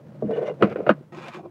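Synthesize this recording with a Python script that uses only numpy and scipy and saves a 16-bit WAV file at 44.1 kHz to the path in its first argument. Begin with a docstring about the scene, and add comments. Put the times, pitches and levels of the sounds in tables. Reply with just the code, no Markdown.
"""A plywood disc is laid on a wooden workbench and slid aside, juddering, with two tiny squeaks.
Next a block is tipped over, shuffled on its edge and dropped flat: each knock thumps on the
contact and rings block and bench top. Last, a steel rule is dragged off across the boards,
rasping on the grain and ringing thinly. Faint handling rustle and still air lie underneath,
and a short workshop echo follows every move."""
import sys
import numpy as np
from scipy import signal
from scipy.fft import rfft, irfft
from scipy.io import wavfile
from scipy.ndimage import uniform_filter1d, minimum_filter1d

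SR = 44100
rng = np.random.default_rng(int(sys.argv[2]) if len(sys.argv) > 2 else 0)


def dump(signal):
    """Clip the signal to [-1, 1] and save it as 16-bit WAV at the path in sys.argv[1]."""
    limited = np.clip(np.atleast_2d(signal).T, -1, 1)
    pcm = np.round(limited * 32767).astype(np.int16)
    wavfile.write(sys.argv[1], SR, pcm)


N = 66150
T = np.arange(N) / SR

# hard knocks of the block (time [s], gain [dB], brightness [Hz], thump pitch [Hz], thump gain [dB],
# bench gain [dB], crack t60 [s], damping t60 [s])
BLOCK_KNOCKS = [(0.6238, -5, 2890, 432, 1, 10, 0.071, 1.5), (0.6325, -17, 1250, 510, 15, 21, 0.07, .5),
                (0.6530, -30.5, 800, 330, 8, 0, 0.038, 0.14), (0.7245, -35.5, 910, 484, 8.5, 0, .04, 0.18),
                (0.7585, -26, 2330, 489, 15, 10, 0.036, 0.63), (0.8040, -23.5, 915, 466, 11.5, 7, .04, .3),
                (0.8195, -41, 722, 485, 7, -1.5, 0.033, .3),
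                (0.8655, -16, 1830, 603, -8.5, -13.5, 0.085, 0.49),
                (0.8695, -17.5, 1200, 580, 10.5, -2, 0.061, .2), (0.8920, -1, 2590, 581, 3, 7.5, 0.1, 0.23),
                (0.9000, -13.5, 1400, 383, 7.5, -8, .07, 0.071),
                (0.9080, -19.5, 700, 295, 9.5, -2, 0.06, .2), (0.9775, -46.5, 700, 577, 13.5, 1, .04, .2)]
# soft landings of the disc and the hand (columns as in BLOCK_KNOCKS)
SOFT_LANDINGS = [(0.2228, -20.5, 833, 435, 5.5, 16, 0.072, 0.28),
                 (0.2400, -15.5, 410, 233, -2.5, 13.5, 0.042, 0.56),
                 (0.2680, -33, 334, 200, 13, 22, 0.033, 0.5), (0.2935, -19, 596, 367, -4, 12.5, .04, 0.16),
                 (0.3070, -20.5, 863, 637, 9.5, 2.5, 0.075, .2),
                 (1.0080, -54.5, 560, 368, 22, 3, 0.047, 0.32), (1.4565, -39, 800, 357, 5, -2, 0.065, 0.3)]
# ring of the block (pitch [Hz], gain [dB], t60 [s])
BLOCK_MODES = [(630, -29.5, 0.066), (773, -24, 0.097), (1024, -17.5, 0.038), (1269, -10, 0.043),
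               (1438, -4.5, 0.021), (1624, -21.5, 0.045), (1943, -31, 0.05), (2340, -26.5, 0.04),
               (2493, -22, 0.079), (2790, -17, 0.038), (3020, -26.5, .06)]
# thud of a flat, cushioned landing (pitch [Hz], gain [dB], t60 [s])
THUD_MODES = [(370, -0.5, 0.0042), (628, 3, 0.041)]
# ring of the bench top (pitch [Hz], gain [dB], t60 [s])
BENCH_MODES = [(113.6, -30.5, 0.27), (170.4, -30, 0.077), (202, -19, .18), (242.3, -19.5, 0.027),
               (288.6, -24.5, 0.19), (334, -23, 0.1), (419, -24, .1), (484, -16, 0.1), (641.7, -35.5, 0.3)]
# dense splinter of high modes in each blow (frequency [Hz], gain [dB])
CRACK_EQ = [(300, 16.5), (900, 7), (1400, 12), (2800, -2), (4000, -7), (6000, -17), (10000, -16),
            (15000, -23.5)]
# a hard edge meets the bench first (time [s], gain [dB])
EDGE_SNAPS = [(0.6245, -7.5), (0.8918, -4.5)]
# tone of a snap (frequency [Hz], gain [dB])
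SNAP_EQ = [(60, -8.5), (600, 10), (1500, 23), (3000, 5), (4500, -5), (9000, -19), (15000, -33.5)]

# the disc's slide (time [s], judder gain [dB], groan gain [dB], grit gain [dB])
SLIDE_FADERS = [(0.25, -51, -60, -63.5), (0.29, -32.5, -37.5, -66), (0.312, -26, -28.5, -56),
                (0.336, -24, -47.5, -53), (0.35, -33, -46.5, -53.5), (0.375, -25.5, -36, -45),
                (0.39, -17.5, -29, -52), (0.403, -38.5, -41, -55.5), (0.42, -20.5, -55.5, -53),
                (0.46, -34.5, -29, -50), (0.471, -38.5, -42.5, -43.5), (0.482, -29.5, -24.5, -45.5),
                (0.514, -26.5, -37, -56), (0.53, -39, -44.5, -77), (0.58, -71.5, -70, -100)]
# resonances of the sliding disc (centre [Hz], width [Hz], gain [dB])
DISC_RESONANCES = [(1490, 45, 2), (1780, 80, -5), (2030, 90, -5), (2310, 90, -8), (2850, 90, -9),
                   (3400, 120, -15), (5650, 400, -28)]
# tone of the grit under the disc (frequency [Hz], gain [dB])
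DISC_GRIT_EQ = [(200, -27.5), (600, 5), (900, 20), (2000, 17.5), (4000, -22.5), (8000, -17.5), (15000, -26)]
# squeaks of the disc's edge (middle [s], half length [s], pitch [Hz], gain [dB])
DISC_SQUEAKS = [(0.343, 0.011, 2920, -48.5), (0.501, 0.011, 2785, -53.5)]

# the block's shuffle (time [s], body gain [dB], grit gain [dB])
SHUFFLE_FADERS = [(0.59, -57, -83), (0.61, -32, -46.5), (0.621, -22.5, -43.5), (0.64, -21, -37),
                  (0.69, -32.5, -47.5), (0.702, -37.5, -47.5), (0.728, -27, -40), (0.748, -50.5, -63.5),
                  (0.77, -35, -47), (0.80, -26.5, -52.5), (0.815, -36, -56.5), (0.846, -39, -57.5),
                  (0.858, -34.5, -55.5), (0.885, -24.5, -39), (0.91, -65, -58.5)]
# woody body of the shuffle (frequency [Hz], gain [dB])
SHUFFLE_BODY_EQ = [(60, -28.5), (110, -8.5), (240, -7.5), (380, -2), (520, -4), (680, -5), (900, -23),
                   (1300, -33), (2500, -66)]
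# gritty top of the shuffle (frequency [Hz], gain [dB])
SHUFFLE_GRIT_EQ = [(500, 5.5), (1000, -1.5), (1350, 13), (1900, 1.5), (2400, 5), (3300, -10.5),
                   (5000, -18.5), (9000, -39.5), (15000, -47)]

# the rule's drag (time [s], bench gain [dB], grit gain [dB], board hum gain [dB])
DRAG_FADERS = [(1.119, -80, -81, -89), (1.123, -40.5, -48.5, -43.5), (1.16, -46.5, -48, -45),
               (1.185, -54, -41, -37), (1.21, -40, -46.5, -50), (1.228, -48.5, -42, -50),
               (1.285, -38, -42, -47), (1.32, -53.5, -48.5, -63), (1.347, -47.5, -38, -41.5),
               (1.392, -39.5, -52, -40.5), (1.425, -55.5, -70, -48.5), (1.46, -40.5, -61, -36),
               (1.5, -97, -81, -57)]
# resonances of the bench under the rule (centre [Hz], width [Hz], gain [dB])
BENCH_RESONANCES = [(189, 170, 6), (416, 160, -5), (530, 29, 1), (669, 144, -1.5), (920, 42, -15.5),
                    (1062, 39, -9), (1297, 60, -15)]
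# tilt over those resonances (frequency [Hz], gain [dB])
BENCH_TILT_EQ = [(110, 8.5), (1300, 22.5), (4000, -12)]
# tone of the rule's rasp (frequency [Hz], gain [dB])
RASP_EQ = [(410, -21.5), (700, -1), (1060, 5.5), (1370, 1.5), (1830, -6), (2050, -8), (2370, -1.5),
           (2990, -13), (3400, -14), (15500, -48)]
# thin ring of the steel (centre [Hz], width [Hz], gain [dB])
RULE_RESONANCES = [(1510, 30, -2), (1870, 25, 1), (2380, 50, 1), (3390, 60, -6), (4900, 90, -14),
                   (6420, 120, -17)]

# grains caught under an edge (time [s], gain [dB])
GRIT_TICKS = [(0.31, -28.5), (0.468, -29), (0.698, -25.5), (0.722, -32), (1.222, -27.5), (1.283, -14),
              (1.346, -25)]
# tone of a tick (frequency [Hz], gain [dB])
TICK_EQ = [(400, -3.5), (1200, 7.5), (2500, 11.5), (4500, -2), (9000, -13), (15000, -27)]
# hands moving on the wood (time [s], level [dB])
RUSTLE_FADER = [(0, -49.5), (.1, -47), (.18, -43.5), (.55, -44.5), (.96, -46), (1.03, -52.5), (1.09, -64),
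                (1.16, -46.5), (1.5, -62)]
# tone of the rustle (frequency [Hz], gain [dB])
RUSTLE_EQ = [(50, -41.5), (125, -1.5), (190, -1), (280, -8.5), (430, -15), (540, -8), (750, -22),
             (1500, -30.5), (3000, -41), (8000, -54.5), (15000, -67.5)]
# tone of the workshop echo (frequency [Hz], gain [dB])
ECHO_EQ = [(60, -25), (150, 13), (400, -2.5), (1000, 2), (3000, -5), (10000, -3)]
# tone of the still air (frequency [Hz], gain [dB])
AIR_EQ = [(30, -21.5), (70, -12), (120, 1.5), (300, -10.5), (1000, -22), (3000, -37.5), (8000, -46),
          (15000, -48)]


def knocks():
    """The block strikes hard; the disc and the hand land cushioned, with a steeper treble roll-off."""
    hard = blows(BLOCK_KNOCKS, ring(BLOCK_MODES), lowpass_order=2)
    soft = blows(SOFT_LANDINGS, ring(THUD_MODES), lowpass_order=4)
    return hard + soft


def blows(hits, wood_ring, lowpass_order):
    """Each blow thumps and rings the wood; a softer contact is duller, and the hand damps the ring."""
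    thump_trim_db, thump_rise_s, bench_rise_s = -3.5, 0.0021, 0.0017
    bench = ring(BENCH_MODES) * (1 - np.exp(-T / bench_rise_s))
    swell = T / thump_rise_s * np.exp(1 - T / thump_rise_s)
    splinter = undb(15) * eq(signal.unit_impulse(N), CRACK_EQ)
    out = 0
    for s, db, bright_hz, thump_hz, thump_db, bench_db, crack_t60, damping_t60 in hits:
        thump = undb(thump_trim_db + thump_db) * swell * np.sin(2 * np.pi * thump_hz * T)
        crack = convolve(burst(crack_t60), splinter)
        body = (wood_ring + thump + undb(bench_db) * bench + crack) * fade(damping_t60)
        blow = signal.lfilter(*signal.butter(lowpass_order, bright_hz, fs=SR), body)
        out = out + undb(db) * delay(blow, s)
    return out


def snaps():
    """The attack of the two hard landings: one sharp click and a brief crunch."""
    snap = signal.unit_impulse(N) + undb(-4.5) * burst(t60=0.016)
    return eq(sum(undb(db) * delay(snap, s) for s, db in EDGE_SNAPS), SNAP_EQ)


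def disc_slide():
    """The disc judders and groans at two low resonances while grit rings its higher modes."""
    judder_db, groan_db, grit_db = curves(SLIDE_FADERS)
    slips = friction(per_s=560, spread_db=5, hiss=0.46)
    judder = steady(resonate(slips, hz=457.6, width_hz=45), span_s=0.015)
    groan = steady(resonate(slips, hz=581, width_hz=35, skirt_q=4), span_s=0.02)
    catches = friction(per_s=900, spread_db=3, hiss=0.6)
    disc_ring = steady(resonances(catches, DISC_RESONANCES), span_s=0.064)
    grit = disc_ring + undb(1) * unit(eq(catches, DISC_GRIT_EQ))
    slide = undb(judder_db) * judder + undb(groan_db) * groan + undb(grit_db) * grit
    return gate(SLIDE_FADERS) * slide


def block_shuffle():
    """The block's edge rubs on the bench before and between its knocks."""
    body_db, grit_db = curves(SHUFFLE_FADERS)
    catches = friction(per_s=900, spread_db=2.5, hiss=0.5)
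    body = steady(eq(catches, SHUFFLE_BODY_EQ), span_s=0.088)
    grit = steady(eq(catches, SHUFFLE_GRIT_EQ), span_s=0.034)
    return gate(SHUFFLE_FADERS) * (undb(body_db) * body + undb(grit_db) * grit)


def rule_drag():
    """A steel rule rasps over the grain, rings thinly and sets the boards humming."""
    bench_db, grit_db, hum_db = curves(DRAG_FADERS)
    catches = friction(per_s=1200, spread_db=4, hiss=0.7)
    bench = steady(eq(resonances(catches, BENCH_RESONANCES), BENCH_TILT_EQ), span_s=0.059)
    hum = steady(resonate(catches, hz=348, width_hz=32), span_s=0.055)
    rasp = steady(eq(catches, RASP_EQ), span_s=0.045)
    steel = undb(-10) * unit(resonances(catches, RULE_RESONANCES))
    started = T > DRAG_FADERS[0][0]
    return started * (undb(bench_db) * bench + undb(hum_db) * hum + undb(grit_db) * (rasp + steel))


def ticks():
    """Larger grains snap under a sliding edge."""
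    return eq(sum(undb(db) * delay(burst(t60=0.041), s) for s, db in GRIT_TICKS), TICK_EQ)


def squeaks():
    """The disc's edge sticks and slips fast enough to sing for a moment."""
    out = 0
    for middle_s, half_s, hz, db in DISC_SQUEAKS:
        tone = resonate(rng.standard_normal(N), hz, width_hz=60, skirt_q=10)
        swell = np.exp(-((T - middle_s) / half_s) ** 2)
        out = out + undb(db) * swell * steady(tone, span_s=0.041)
    return out


def rustle():
    """Hands shift on the wood with a soft, low rub."""
    rub = eq(friction(per_s=700, spread_db=0.5, hiss=0.72), RUSTLE_EQ)
    return undb(curves(RUSTLE_FADER)[0]) * steady(rub, span_s=0.0073)


def workshop_echo(x):
    """The workshop throws back a tight, dark tail after a short pre-delay."""
    tail = eq(burst(t60=0.053), ECHO_EQ)
    return undb(-10) * convolve(x, delay(tail, s=0.0075))


def still_air():
    """A faint bed of low room tone."""
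    return undb(-54.5) * unit(eq(rng.standard_normal(N), AIR_EQ))


def friction(per_s, spread_db, hiss):
    """Fibres catch at random, unequal in size, over a smooth hiss."""
    catches = (rng.random(N) < per_s / SR) * rng.choice([-1, 1], N)
    sizes = undb(spread_db * rng.standard_normal(N))
    return unit(unit(catches * sizes) + hiss * rng.standard_normal(N))


def ring(modes):
    """Struck modes die away, neighbours in opposite polarity."""
    return sum((-1) ** k * undb(db) * fade(t60) * np.sin(2 * np.pi * hz * T)
               for k, (hz, db, t60) in enumerate(modes))


def resonate(x, hz, width_hz, skirt_q=2):
    """One resonance, gain 1 at its centre; a second band-pass trims its skirts."""
    peak = signal.lfilter(*signal.iirpeak(hz, hz / width_hz, fs=SR), x)
    return signal.lfilter(*signal.iirpeak(hz, skirt_q, fs=SR), peak)


def resonances(x, bands):
    """A body's resonances, each coming and going on its own."""
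    return sum(undb(db) * flicker() * resonate(x, hz, width_hz) for hz, width_hz, db in bands)


def flicker(spread_db=4, per_s=35):
    """Gain that comes and goes as the contact point moves."""
    times = np.arange(128) / per_s
    return undb(spread_db * np.interp(T, times, rng.standard_normal(len(times))))


def steady(x, span_s):
    """Even out slow swells: a hand pushes with steady force."""
    return x / np.sqrt(uniform_filter1d(x ** 2, int(span_s * SR)) + 1e-12)


def burst(t60):
    """Decaying noise of unit energy."""
    x = rng.standard_normal(N) * fade(t60)
    return x / np.sqrt(np.sum(x ** 2))


def eq(x, points):
    """Minimum-phase EQ through the points, rolling off below the first."""
    hz, db = np.array(points).T
    f = np.maximum(np.arange(N + 1) * SR / (2 * N), 1)
    gain = undb(np.interp(np.log(f), np.log(hz), db)) * np.minimum(f / hz[0], 1) ** 2
    cepstrum = irfft(np.log(gain))[:N]
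    cepstrum[1:] *= 2  # no pre-ring ahead of a hit
    response = irfft(np.exp(rfft(cepstrum, 2 * N)))[:N]
    return convolve(x, response)


def curves(faders):
    """One curve per fader column, in straight ramps between its times."""
    times, *columns = np.array(faders).T
    return [np.interp(T, times, column) for column in columns]


def gate(faders):
    """Open while a move lasts, with click-free edges."""
    moving = (T > faders[0][0]) & (T < faders[-1][0])
    return uniform_filter1d(moving.astype(float), size=200)


def fade(t60):
    """Exponential decay, 60 dB down after t60 seconds."""
    return np.exp(-np.log(1000) * T / t60)


def delay(x, s):
    """Start a sound s seconds later."""
    return np.interp(T - s, T, x, left=0)


def convolve(x, response):
    """Play x through an impulse response."""
    return signal.fftconvolve(x, response)[:N]


def undb(db):
    """Decibels to gain."""
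    return 10 ** (np.asarray(db) / 20)


def unit(x):
    """Scale to rms 1."""
    return x / np.sqrt(np.mean(x ** 2))


def scene():
    """The mono mix: everything on the bench, its short echo and the still air."""
    scrapes = disc_slide() + block_shuffle() + squeaks() + rule_drag()
    direct = knocks() + snaps() + scrapes + ticks() + rustle()
    return (direct + workshop_echo(direct) + still_air())[None]


def record(dry):
    """The microphone thins the deep bass; a fast limiter holds the peaks, and the top is cut."""
    low_cut_hz, high_cut_hz = 85, 15750
    threshold, hold_s = 0.98, 0.004
    thin = signal.sosfilt(signal.butter(2, low_cut_hz, "high", fs=SR, output="sos"), dry)
    hold = int(hold_s * SR)
    gain = minimum_filter1d(threshold / np.maximum(np.abs(thin), threshold), 2 * hold)
    gain = uniform_filter1d(uniform_filter1d(gain, hold), hold)  # ease in and out of each peak
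    return signal.sosfilt(signal.ellip(10, 0.1, 80, high_cut_hz, fs=SR, output="sos"), thin * gain)


dry = scene()
out = record(dry)
dump(out)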